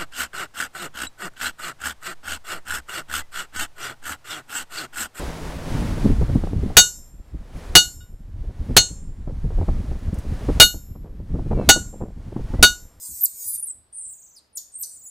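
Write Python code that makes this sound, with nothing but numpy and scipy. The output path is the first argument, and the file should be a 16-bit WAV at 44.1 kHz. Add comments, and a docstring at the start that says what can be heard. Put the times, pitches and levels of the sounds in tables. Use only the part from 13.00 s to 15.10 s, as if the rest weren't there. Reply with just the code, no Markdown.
"""A small room: marmosets on a wire cage, close to the microphone.
One gives a harsh buzzing cry: throat-shaped harmonics of a pulse rate, plus pulsed breath noise.
Others answer with high trills, short peeps and sharp plunging chirps: wavering tones, noise-broken when hoarse.
Feet bump the cage softly (decaying low modes) and claws scratch it (noise bursts), over quiet coloured noise."""
import sys
import numpy as np
from scipy import signal
from scipy.fft import rfft, irfft, next_fast_len
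from scipy.io import wavfile
from scipy.ndimage import uniform_filter1d, map_coordinates

SR = 44100
rng = np.random.default_rng(int(sys.argv[2]) if len(sys.argv) > 2 else 0)


def wav_out(sig):
    """Save sig, one row per channel (or a flat mono array), as 16-bit PCM at SR to the path in sys.argv[1]."""
    wavfile.write(sys.argv[1], SR, np.round(np.clip(np.atleast_2d(sig).T, -1, 1) * 32767).astype(np.int16))


N = 92610

TOP_HZ = 15750  # band limit
OVERTONE_DB = -28  # octave overtone of trills and peeps


def amp(db):
    """Decibels to gain."""
    return 10 ** (np.asarray(db) / 20)


def unit(x):
    """Scale to rms 1."""
    return x / np.sqrt(np.mean(x ** 2) + 1e-20)


def along(points, hz):
    """Interpolate (frequency [Hz], value) points on a log-frequency axis."""
    point_hz, values = np.transpose(points)
    return np.interp(np.log(hz + 1), np.log(point_hz + 1), values)


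def clock():
    """Time of every sample [s]."""
    return np.arange(N) / SR


def curves(rows):
    """A gate over the call, then a curve per column, each smoothed so that level jumps do not click."""
    smoothing_s = 0.0015
    knot_s, *columns = np.transpose(rows)
    knot_s, t = np.sort(knot_s), clock()
    gate = 1.0 * (t >= knot_s[0]) * (t <= knot_s[-1])
    controls = [gate] + [np.interp(t, knot_s, column) for column in columns]
    return uniform_filter1d(np.array(controls), int(smoothing_s * SR), axis=1)


def wobble(rate):
    """Smooth random curve, rate knots per second."""
    knots = rng.standard_normal(N // 4)
    return map_coordinates(knots, [clock() * rate], mode="wrap")


def filtered(x, response):
    """Multiply the spectrum of x by a response of frequency, zero-padded against wrap-around."""
    size = next_fast_len(N + SR // 4)
    spectrum = rfft(x, size) * response(np.fft.rfftfreq(size, 1 / SR))
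    return irfft(spectrum, size)[..., :N]


def noise(colour):
    """Noise of rms 1, coloured by (frequency [Hz], level [dB]) points."""
    return unit(filtered(rng.standard_normal(N), lambda hz: amp(along(colour, hz))))


def burst(start_s, length_s, edge_s):
    """Flat envelope with linear edges."""
    t = clock() - start_s
    rise = np.clip(t / edge_s, 0, 1)
    fall = np.clip((length_s - t) / edge_s + 1, 0, 1)
    return rise * fall


def in_room(x, wet_db):
    """Direct sound, early bounces off cage and walls, and a short tail of frequency-dependent decay."""
    walls_s, walls_db, bounces = 0.018, -1, 10  # latest bounce, their summed level
    width = 0.62  # side share of the tail
    # reverberation time: (frequency [Hz], t60 [s])
    room_t60 = [(500, 0.97), (4000, 0.4), (8000, 0.38), (13000, 0.31), (15000, 0.23)]
    hz, t, z = signal.stft(rng.standard_normal((2, SR // 2)), SR, nperseg=256)
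    decay = amp(-60 * t / along(room_t60, hz)[:, None])
    tail = signal.istft(z * decay, SR, nperseg=256)[1]
    tail /= np.linalg.norm(tail[0])
    for channel in tail:
        delays = (rng.uniform(0.1, 1, size=bounces) * walls_s * SR).astype(int)
        channel[delays] += amp(walls_db) * rng.choice([-1, 1], size=bounces) / np.sqrt(bounces)
    mid, side = amp(wet_db) * signal.fftconvolve(x[None], tail, axes=1)[:, :N]
    return (x + mid + width * np.array([side, -side])) / np.sqrt(1 + amp(2 * wet_db))


def whistle(pitch_hz, hoarse, overtone_db):
    """A pure wavering voice with an octave overtone; when hoarse, a sharp-edged noise band around its pitch."""
    half_width_hz = 889  # of the hoarse band
    waver_hz, waver_rate = 51.3, 630  # rms at the knots, knots per second
    hz = pitch_hz + waver_hz * wobble(waver_rate)
    phase = 2 * np.pi * np.cumsum(hz) / SR
    low_noise = filtered(rng.standard_normal((2, N)), lambda f: 1 / (1 + (f / half_width_hz) ** 20))
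    real, imaginary = unit(low_noise)
    hoarse = np.clip(hoarse, 0, 1)
    flutter = np.sqrt(1 - hoarse) + np.sqrt(hoarse / 2) * (real + 1j * imaginary)
    below_top = np.clip((TOP_HZ - 2 * hz) / 1000, 0, 1)  # fade the overtone out at the band limit
    overtone = amp(overtone_db) * below_top * np.exp(2j * phase)
    return np.sqrt(2) * np.real(flutter * (np.exp(1j * phase) + overtone))


def cry():
    """Nearly even pulses, as harmonics, ring the throat, with a rasp of air at each pulse."""
    jitter, scatter_db, wander_db = 0.0012, 0.7, 5.5  # rate (relative), overall level, each partial
    rasp_db, wet_db = -4.5, -7
    # the cry: (time [s], pulse rate [Hz], level [dB])
    contour = [(0, 513.5, -41), (.026, 505, -33), (.128, 493.9, -36), (.16, 491.8, -33.5), (.198, 472, -34),
               (.22, 469.8, -37.5), (.275, 471, -40.5), (.338, 463.9, -40.5), (.436, 474, -32.5),
               (.478, 493.8, -31.5), (.53, 487.6, -38.5), (.555, 482.5, -35.5), (.58, 465, -55.5),
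               (.6, 450, -96)]
    # throat resonances: (frequency [Hz], relative level [dB])
    throat = [(500, -27.5), (1000, -24.5), (1500, -33), (2400, -26.5), (3100, -47), (3600, -19.5),
              (4100, -20), (5000, -6), (5700, -9.5), (7000, 0.5), (8500, -6), (10000, 2), (11000, -6),
              (12500, -0.5), (14000, 6.5), (15000, -5.5), (16000, -24.5)]
    # breath band: (frequency [Hz], relative level [dB])
    breath = [(4000, -64.5), (6500, -31.5), (7400, -27.5), (8400, -12), (9500, -28), (11000, -37),
              (13500, -29.5), (16000, -35.5)]
    gate, rate_hz, level_db = curves(contour)
    phase = 2 * np.pi * np.cumsum(rate_hz * (1 + jitter * wobble(300))) / SR
    buzz = 0
    for k in range(1, 34):
        partial_db = along(throat, k * rate_hz) + wander_db * wobble(14.33)
        buzz = buzz + amp(partial_db) * np.sin(k * phase + rng.uniform(0, np.pi))
    buzz = unit(buzz * amp(scatter_db * wobble(400)))
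    rasp = unit(noise(breath) * (1 + 0.5 * np.cos(phase)))
    voice = unit(buzz + amp(rasp_db) * rasp)
    return in_room(gate * amp(level_db) * voice, wet_db)


def trills():
    """Whistles that start hoarse and clear up; pitch swings some twenty times a second round a sinking centre."""
    upper_hz, upper_follows, upper_db = 14400, 0.5, -13  # faint second whistle, follows half the pitch change
    # each trill: (time [s], centre pitch [Hz], full swing [Hz], level [dB], hoarseness [clipped to 0-1])
    falling_trill = [(0.924, 8900, 100, -66, 1.2), (.929, 9080, 99, -42, 0.8), (0.986, 9110, 297, -32, 0.7),
                     (1.021, 8655, 665, -36, 0.8), (1.098, 8340, 858, -37.5, 0.55),
                     (1.133, 7920, 910, -40.5, 0.19), (1.152, 7580, 876, -50, 0),
                     (1.241, 7260, 926, -49, 0.18), (1.322, 6890, 980, -57, 0),
                     (1.352, 6400, 863, -52.5, 0), (1.363, 5450, 203, -60, 0.11),
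                     (1.366, 5136, 48.5, -46.5, 0.12), (1.384, 4290, 48.2, -52, 0),
                     (1.394, 3720, 48.9, -60.5, 0.19)]
    late_trill = [(1.832, 9000, 600, -56, .9), (1.86, 8870, 700, -44.5, .9),
                  (1.925, 7940, 700, -46.5, 0.44), (1.978, 7575, 700, -47.5, 0.046),
                  (2.026, 7550, 700, -49, 0.024), (2.046, 7240, 700, -44, 0.069),
                  (2.065, 7430, 650, -39.5, 0.0071), (2.1, 7080, 200, -49, 0.014)]
    # per trill: (time of a trough [s], vibrato rate there [Hz], slowing [Hz/s], room level [dB])
    vibrato = [(1.142, 23.67, 9.5, -8.5), (1.976, 21.12, 3, -10.5)]
    out = 0
    for rows, (trough_s, rate_hz, slowing, wet_db) in zip((falling_trill, late_trill), vibrato):
        gate, centre_hz, swing_hz, level_db, hoarse = curves(rows)
        t = clock() - trough_s
        swing = -np.cos(2 * np.pi * (rate_hz * t - slowing * t ** 2 / 2))
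        pitch_hz = centre_hz + swing_hz * swing * (1 - 0.4 * hoarse)  # hoarseness narrows the swing
        voice = whistle(pitch_hz, hoarse * (1 + 0.5 * swing), OVERTONE_DB)
        upper = whistle(upper_hz + upper_follows * (pitch_hz - 7000), hoarse, OVERTONE_DB)
        upper = amp(upper_db) * upper * np.clip(1 - 1.5 * hoarse, 0, 1)
        out = out + in_room(gate * amp(level_db) * (voice + upper), wet_db)
    return out


def chirps():
    """A very high note plunges by more than an octave within tens of milliseconds, with a spit of air."""
    hiss_db, hiss_below_hz = -9, 10000  # air fades in as pitch falls below this
    highpass_hz = 3390  # high-pass corner of the chirps
    # each chirp: (time [s], pitch [Hz], level [dB], hoarseness [0-1])
    near_chirp = [(0.206, 13200, -46.5, .6), (0.211, 13200, -21.5, 0.8), (0.232, 13170, -24.5, 0.8),
                  (0.236, 13600, -5.5, 0.05), (0.242, 13400, -14.5, 0.6), (0.2537, 13500, -13.5, 0.6),
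                  (0.2535, 10910, -30, 0.2), (0.2537, 8360, -17, 0.4), (0.258, 7400, -19, 0.5),
                  (0.26, 5540, -38, 0.14), (.265, 4410, -32.5, 0), (.268, 3700, -69, 0.1)]
    low_chirp = [(1.55, 10070, -56, 0.72), (1.555, 9700, -36, 1), (1.562, 8800, -35, .9),
                 (1.57, 8310, -37, 0.67), (1.572, 7190, -24.5, 0.087), (1.577, 6060, -33.5, 0.82),
                 (1.582, 4650, -39, 0.33), (1.587, 3450, -44, 1)]  # lower, more reverberant
    late_chirp = [(1.783, 13160, -51, 1), (1.789, 13310, -39, .9), (1.807, 13350, -35, 1),
                  (1.813, 13430, -25.5, 0.9), (1.821, 13200, -35.5, 0.46), (1.825, 9600, -24, .7),
                  (1.833, 7300, -28.5, 0.52), (1.837, 4360, -33.5, 0.1), (1.845, 3800, -67, 0.42)]
    # per chirp: (room level [dB], overtone level [dB], left over right [dB])
    chirp_tone = [(-17, -15, -1.5), (-4, -5, 1), (-4, -15, -.5)]
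    # air in the plunge: (frequency [Hz], relative level [dB])
    hiss = [(2000, -48.5), (3000, -25.5), (4000, -14.5), (7000, -12.5), (10000, 11), (13000, 8.5),
            (15000, -11)]
    out = 0
    for rows, (wet_db, overtone_db, pan_db) in zip((near_chirp, low_chirp, late_chirp), chirp_tone):
        gate, pitch_hz, level_db, hoarse = curves(rows)
        spit = amp(hiss_db) * noise(hiss) * np.clip((hiss_below_hz - pitch_hz) / 2000, 0, 1)
        voice = gate * amp(level_db) * (whistle(pitch_hz, hoarse, overtone_db) + spit)
        out = out + in_room(voice, wet_db) * amp([[pan_db / 2], [-pan_db / 2]])
    return filtered(out, lambda hz: 1 - 1 / (1 + (hz / highpass_hz) ** 10))


def peeps():
    """Short whistled notes on linear pitch glides; a quick run of them makes a twitter."""
    edge_s, wet_db = 0.0021, -13
    # (start [s], length [s], start pitch [Hz], end pitch [Hz], level [dB], hoarseness [0-1])
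    notes = [(0.236, 0.021, 9780, 9400, -25, 0.77), (0.441, 0.048, 10150, 9930, -34, 0),
             (0.471, 0.075, 10130, 9895, -30, 0.1), (0.484, 0.024, 9974, 10050, -24.5, 0.1),
             (0.531, 0.03, 9880, 9080, -27.5, 0.9), (0.577, 0.027, 9730, 9650, -26.5, 0.9),
             (0.598, 0.026, 11300, 12300, -44.5, .95), (.625, 0.023, 9600, 9710, -25.5, 1),
             (0.65, 0.019, 10250, 12120, -38, 0.7), (0.668, 0.024, 8960, 8380, -30, .7),
             (0.696, 0.019, 8190, 7960, -29.5, 0.04), (1.36, 0.034, 10500, 8260, -52, 0.54),
             (1.529, 0.038, 9600, 9500, -56.5, 0.42), (1.577, 0.0054, 7280, 6920, -29, 0.3),
             (1.718, 0.032, 8600, 8570, -52, .2), (1.738, 0.025, 8300, 8540, -42, 0.34),
             (1.752, .028, 8390, 8800, -35.5, 0.09), (1.782, 0.04, 8670, 8240, -41, 0.5),
             (1.893, .08, 9130, 8860, -45.5, 0.9), (2.028, 0.031, 9800, 10000, -57, 0.1),
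             (2.062, 0.035, 9850, 9640, -43.5, 0.4)]
    out = 0
    for start_s, length_s, start_hz, end_hz, level_db, hoarse in notes:
        pitch_hz = np.interp(clock(), [start_s, start_s + length_s], [start_hz, end_hz])
        envelope = amp(level_db) * burst(start_s, length_s, edge_s)
        out = out + envelope * whistle(pitch_hz, hoarse, OVERTONE_DB)
    return in_room(out, wet_db)


def cage():
    """Soft feet set the cage's low modes ringing, each decaying exponentially; claws scratch the wire as noise."""
    attack_s, side_gain = 0.0084, 0.25  # attack time constant, left-right difference
    # footfalls: (time [s], level [dB])
    steps = [(.085, -46.5), (.108, -43.5), (0.173, -58.5), (.33, -58), (.455, -52), (0.489, -59.5),
             (0.538, -57), (0.672, -61.5), (0.746, -58), (.772, -58.5), (0.798, -61), (0.879, -64.5),
             (1.058, -59), (1.764, -58.5), (1.962, -63)]
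    # cage modes: (frequency [Hz], relative level [dB], t60 [s])
    modes = [(60, 3, 0.18), (77.7, -0.5, 0.22), (110.8, -6.5, 0.42), (177, 1, 0.068), (252.2, -0.5, 0.071),
             (322, -3.5, .07)]
    # claw scratches: (start [s], length [s], level [dB])
    scratches = [(0.555, 0.026, -66.5), (0.656, 0.042, -65.5), (0.919, 0.031, -71.5), (1.565, 0.02, -68),
                 (1.822, 0.018, -59)]
    # scratch spectrum: (frequency [Hz], relative level [dB])
    scratch_colour = [(300, 6.5), (1000, 3.5), (2500, -1), (4500, 1), (8000, -4.5), (15000, -16)]
    out = np.zeros((2, N + SR))
    t = np.arange(SR // 3) / SR

    def ring():
        """Sum of decaying modes with random phase and 2.8 dB level scatter."""
        total = 0
        for hz, db, t60_s in modes:
            decay = amp(db + rng.normal(0, 2.8) - 60 * t / t60_s)
            total = total + decay * np.sin(2 * np.pi * (hz * t + rng.random()))
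        return total

    for time_s, level_db in steps:
        pair = ring() + side_gain * np.outer([1, -1], ring())
        start = round(time_s * SR)
        out[:, start:start + len(t)] += amp(level_db) * pair * (1 - np.exp(-t / attack_s))
    envelope = sum(amp(db) * burst(start_s, length_s, edge_s=0.0055) for start_s, length_s, db in scratches)
    claws = noise(scratch_colour) * envelope
    return out[:, :N] + in_room(claws, wet_db=-5.5)


def room_tone():
    """Quiet steady air: coloured noise, mid and side balanced for a left-right likeness, highest in the bass."""
    level_db = -66.5
    # air spectrum: (frequency [Hz], relative level [dB])
    air_colour = [(20, -3), (40, 2.5), (70, 8.5), (130, -0.5), (300, -1.5), (700, -2), (1100, -5.5),
                  (3000, -13), (5000, -12.5), (8000, -37), (11000, -15), (15000, -36.5)]
    # left-right likeness: (frequency [Hz], correlation)
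    alike = [(50, 0.95), (250, .5), (700, 0.35), (2000, 0.05), (10000, 0.64)]

    def balance(hz):
        """Mid and side gains whose power difference is the correlation."""
        angle = np.arccos(np.clip(along(alike, hz), -1, 1)) / 2
        return np.array([np.cos(angle), np.sin(angle)])

    mid, side = filtered(np.array([noise(air_colour), noise(air_colour)]), balance)
    return amp(level_db) * np.array([mid + side, mid - side])


def scene():
    """All the calls, the cage and the room."""
    return cry() + trills() + chirps() + peeps() + cage() + room_tone()


def record(dry):
    """The microphone has a notch near 11 kHz and a steep band limit."""
    # microphone response: (frequency [Hz], gain [dB])
    mic = [(9000, -0.5), (10200, -2.5), (10800, -9.5), (11500, -1), (12600, 0), (14200, -4), (15000, 4.5),
           (15800, -12.5)]
    return filtered(dry, lambda hz: amp(along(mic, hz)) * (hz < TOP_HZ))


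dry = scene()
out = record(dry)
wav_out(out)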